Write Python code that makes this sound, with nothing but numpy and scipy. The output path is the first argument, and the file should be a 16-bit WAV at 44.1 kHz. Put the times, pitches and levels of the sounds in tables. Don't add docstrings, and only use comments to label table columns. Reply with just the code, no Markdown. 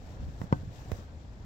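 import sys
import numpy as np
from scipy import signal
from scipy.io import wavfile
from scipy.ndimage import uniform_filter1d

SR = 44100
rng = np.random.default_rng(int(sys.argv[2]) if len(sys.argv) > 2 else 0)


def generate_wav(signal):
    frames = np.transpose(np.atleast_2d(signal))
    scaled = np.clip(frames, -1, 1) * 32767
    pcm = np.round(scaled).astype(np.int16)
    wavfile.write(sys.argv[1], SR, pcm)


N = 63945

# (time [s], relative level [dB])
BURN_STRENGTH = [(0, -66.5), (0.12, -63.5), (0.19, -67), (0.235, -65), (0.37, -66.5), (0.426, -64.5),
                 (0.49, -67.5), (0.55, -63.9), (0.62, -65.5), (0.7, -66.6), (0.753, -61), (0.87, -63),
                 (0.94, -63.5), (0.97, -61), (1.07, -67.5), (1.2, -67.5), (1.3, -68.7), (1.45, -67)]
# (frequency [Hz], relative level [dB])
HISS_TONE = [(500, -29), (1300, -2), (2400, 6), (3500, 4.5), (5300, -3.5), (7400, -2.5), (9500, -16.5),
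             (12000, -27.5), (16000, -38)]


def amp(db):
    return 10 ** (np.asarray(db) / 20)


def unit(x):
    return x / np.sqrt(np.mean(x ** 2) + 1e-20)


def read(points, hz):
    f, value = np.transpose(points)
    return np.interp(np.log(hz + 1), np.log(f + 1), value)


def swing(curve, t):
    s, db = np.transpose(curve)
    return np.interp(t, s, db - db.mean())


def pan(db):
    return amp(np.array([[db], [-db]]) / 2)


def add(mix, start_s, sound):
    part = mix[:, max(round(start_s * SR), 0):][:, :sound.shape[-1]]
    part += sound[..., :part.shape[1]]


def impulse(tone, size=4096):
    log_gain = np.log(amp(read(tone, abs(np.fft.fftfreq(size, 1 / SR)))))
    spectrum = np.exp(np.conj(signal.hilbert(log_gain)))
    return np.fft.ifft(spectrum).real[:size // 2]


def convolve(x, response):
    return signal.fftconvolve(np.atleast_2d(x), np.atleast_2d(response), axes=1)[:, :x.shape[-1]]


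def turbulence(tone, curve, patchy_db, flicker_db, size):
    # (frequency [Hz], likeness [-1 to 1])
    likeness = [(60, 0.97), (130, 0.85), (300, 0.75), (650, 0.76), (1400, -0.45), (2500, 0.18),
                (16000, .05)]
    hop = size // 4
    t = np.arange(N // hop + 6) * hop / SR
    hz = np.fft.rfftfreq(size, 1 / SR)
    a, b, c, d, patches = rng.standard_normal((5, len(t), len(hz)))
    patches = uniform_filter1d(patches, size=10, axis=0)
    patches = unit(uniform_filter1d(patches, size=7, axis=1))
    flicker = unit(uniform_filter1d(rng.standard_normal(len(t)), size=3))[:, None]
    same = np.clip(read(likeness, hz), -1, 1)
    left = a + 1j * b
    right = same * left + np.sqrt(1 - same ** 2) * (c + 1j * d)
    level_db = read(tone, hz) + swing(curve, t)[:, None] + patchy_db * patches + flicker_db * flicker
    spectra = np.array([left, right]) * amp(level_db)
    _, noise = signal.istft(spectra.transpose(0, 2, 1), nperseg=size, noverlap=size - hop)
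    return unit(noise[:, :N])


def scatter(sound):
    # (frequency [Hz], time to fade by 60 dB [s])
    fade_times = [(100, 0.12), (600, 0.093), (2000, 0.073), (10000, 0.12)]
    hz, t, noise = signal.stft(rng.standard_normal((2, SR // 2)), SR, nperseg=256)
    fade = amp(-60 * t / read(fade_times, hz)[:, None])
    _, tail = signal.istft(noise * fade, SR, nperseg=256)
    return amp(-13) * convolve(sound, tail / np.linalg.norm(tail[0]))


def rumble():
    # (frequency [Hz], relative level [dB])
    tone = [(15, -8), (30, -18), (55, 3.5), (85, 1.5), (125, -6), (180, -12.5), (260, -16.5), (450, -30.5),
            (1200, -97)]
    # (time [s], relative level [dB])
    flutter = [(0, -44), (0.099, -45.5), (0.27, -40), (0.33, -45), (0.48, -45.5), (0.6, -42.5), (0.72, -46),
               (0.84, -46), (0.928, -43), (1.07, -49.5), (1.14, -44), (1.22, -50.5), (1.45, -44)]
    return amp(-42.5) * turbulence(tone, flutter, patchy_db=0.03, flicker_db=0, size=2048)


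def sparks(usual_per_s=260, spread_db=4):
    per_s = usual_per_s * amp(swing(BURN_STRENGTH, np.arange(N) / SR))
    ticks = (rng.random(N) < per_s / SR) * rng.choice([-1, 1], N)
    sizes = amp(spread_db * np.minimum(rng.exponential(1, N), 4))
    sides = rng.uniform(0.24, 1, (2, N))
    return amp(-80) * unit(convolve(ticks * sizes * sides, impulse(HISS_TONE)))


def puffs(width_cycles=0.38):
    # (time [s], level [dB], pitch [Hz], left over right [dB])
    gas_puffs = [(0.232, -42, 123, -29), (0.254, -35.5, 80.5, -7), (0.278, -33.5, 101, -15),
                 (.289, -38.5, 134, -23), (0.4427, -31, 149, -14), (.634, -43, 161, -26.5),
                 (.679, -30, 114, -5), (0.69, -34, 119, -2), (.932, -35.5, 70, -28.5),
                 (0.99, -38.5, 130, 5)]
    out = np.zeros((2, N))
    for s, db, hz, pan_db in gas_puffs:
        cycles = (np.arange(N) / SR - s) * hz
        swell = np.exp(-0.5 * (cycles / width_cycles) ** 2)
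        out += amp(db) * pan(pan_db) * swell * np.cos(2 * np.pi * cycles)
    return out


def flame():
    # (frequency [Hz], relative level [dB])
    fizz_tone = [(3000, -18), (6000, 0.5), (8000, -1.5), (11500, -4.5), (16000, -4)]
    roar_tone = [(80, -2), (200, 2), (330, -3), (520, 0), (800, -4), (1100, -9.5), (1700, -12), (2300, -18),
                 (5000, -39.5)]
    # (time [s], relative level [dB])
    fizz_surges = [(0, -85), (0.12, -78.5), (0.19, -87), (0.235, -83), (0.37, -82), (0.41, -75),
                   (0.44, -73.5), (0.49, -95), (0.55, -76.5), (0.61, -82.5), (0.7, -87), (0.755, -75),
                   (0.87, -78), (0.97, -71.5), (1.079, -89.5), (1.45, -90)]
    roar_surges = [(0, -56), (0.12, -53.0), (0.36, -55.5), (0.43, -51), (0.49, -54), (0.65, -55.5),
                   (0.84, -54.5), (0.961, -50.5), (1.08, -56), (1.22, -58), (1.45, -56.5)]
    fizz = turbulence(fizz_tone, fizz_surges, patchy_db=1.4, flicker_db=1, size=256)
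    hiss = turbulence(HISS_TONE, BURN_STRENGTH, patchy_db=0.9, flicker_db=0.85, size=256)
    roar = turbulence(roar_tone, roar_surges, patchy_db=1.5, flicker_db=0.28, size=512)
    return amp(-66.5) * fizz + amp(-62) * hiss + amp(-53.5) * roar


def crack(tilt_db, rise_s=0.0006, fade_s=0.0022):
    # (frequency [Hz], relative level [dB])
    tone = [(100, -25), (500, 5.5), (1050, 2.5), (2100, 4.5), (3500, -0.5), (4500, -10), (6500, -9.5),
            (12000, -13), (16000, -12)]
    t = np.arange(SR // 2) / SR
    snap = impulse([(hz, db + tilt_db * np.log2(hz / 1000)) for hz, db in tone])
    click = 0.5 * (t == 0)
    spray = (1 - np.exp(-t / rise_s)) * np.exp(-t / fade_s) * rng.standard_normal((2, len(t)))
    return convolve(click + 0.16 * spray, snap / abs(snap).max())


def pop(thump_db, low_cut_hz, pan_db, lag_s, knock_db, ring_db, crack_db, tilt_db, crack_pan_db):
    # (frequency [Hz], relative level [dB])
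    thump_tone = [(100, 9.5), (160, 5.5), (300, -4), (550, -12), (800, -17.5), (1450, -20.5), (2300, -52),
                  (5000, -75), (16000, -100)]
    # (pitch [Hz], relative level [dB], time to fade by 60 dB [s])
    ring_notes = [(144.3, -21, 0.18), (295.7, -26.5, 0.2), (535, -19.5, 0.055), (736, -29.5, 0.115),
                  (908, -7, 0.027), (1037, -16, 0.03), (1522, -29.5, 0.13), (1960, -38.5, 0.044),
                  (2550, -44, 0.046)]
    rebound_s, knock_hz, knock_peak_s = 0.00207, 459, 0.0011
    t = np.arange(SR // 2) / SR
    push = np.zeros(len(t))
    push[0] = -1
    push[round(rebound_s * SR)] = 0.12
    low_cut = signal.butter(2, low_cut_hz, "high", fs=SR, output="sos")
    thump = signal.sosfilt(low_cut, convolve(push, impulse(thump_tone))[0])
    thump /= abs(thump).max()
    knock = t / knock_peak_s * np.exp(1 - t / knock_peak_s) * np.sin(2 * np.pi * knock_hz * t)
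    ring = sum(amp(db - 60 * t / fade_s) * np.sin(2 * np.pi * hz * t) for hz, db, fade_s in ring_notes)
    left, right = pan(pan_db) * (amp(thump_db) * thump - amp(knock_db) * knock) - amp(ring_db) * ring
    late_right = np.interp(t - lag_s, t, right, left=0)
    return np.array([left, late_right]) + amp(crack_db) * pan(crack_pan_db) * crack(tilt_db)


def melt():
    # (time [s], thump [dB], thump's low cut [Hz],
    # thump and knock left over right [dB], right side's delay [s], knock [dB], ring [dB],
    # crack [dB], crack's tilt [dB per octave], crack left over right [dB])
    pops = [(0.4158, -29.5, 87.5, -15, 0.00029, -43.5, -33, -28.5, -2, -4),
            (.5263, -11.5, 111, 1.5, 0.00035, -25.5, -10.5, -20, -4.5, 7.5),
            (0.9175, -28, 62, -12, 0.00031, -31.5, -37, -19.5, -1, -4.5)]
    # (time [s], level [dB])
    spits = [(0.2398, -42.5), (.401, -50), (0.441, -36), (.576, -56)]
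    out = np.zeros((2, N))
    for s, *settings in pops:
        add(out, s, pop(*settings))
    for s, db in spits:
        add(out, s, amp(db) * crack(tilt_db=5))
    return out


def scene():
    bursts = melt()
    return flame() + rumble() + sparks() + puffs() + bursts + scatter(bursts)


def record(dry, cutoff_hz=15950):
    # (frequency [Hz], gain [dB])
    left_tone = [(1000, 0), (3000, -1.5), (5500, 5), (6300, 1), (7400, 2), (8300, -9), (9600, -23),
                 (11500, -7.5), (16000, -5.5)]
    right_tone = [(1000, -1), (1750, 1.5), (2400, -13), (3300, -11.5), (5300, -5.5), (6400, -17.5),
                  (7800, -2.5), (9600, -13), (11500, -3.5), (16000, -6.5)]
    coloured = convolve(dry, np.array([impulse(left_tone), impulse(right_tone)]))
    low_pass = signal.firwin(511, cutoff_hz, window=("kaiser", 9), fs=SR)
    return signal.oaconvolve(coloured, low_pass[None], "same", axes=1)


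dry = scene()
out = record(dry)
generate_wav(out)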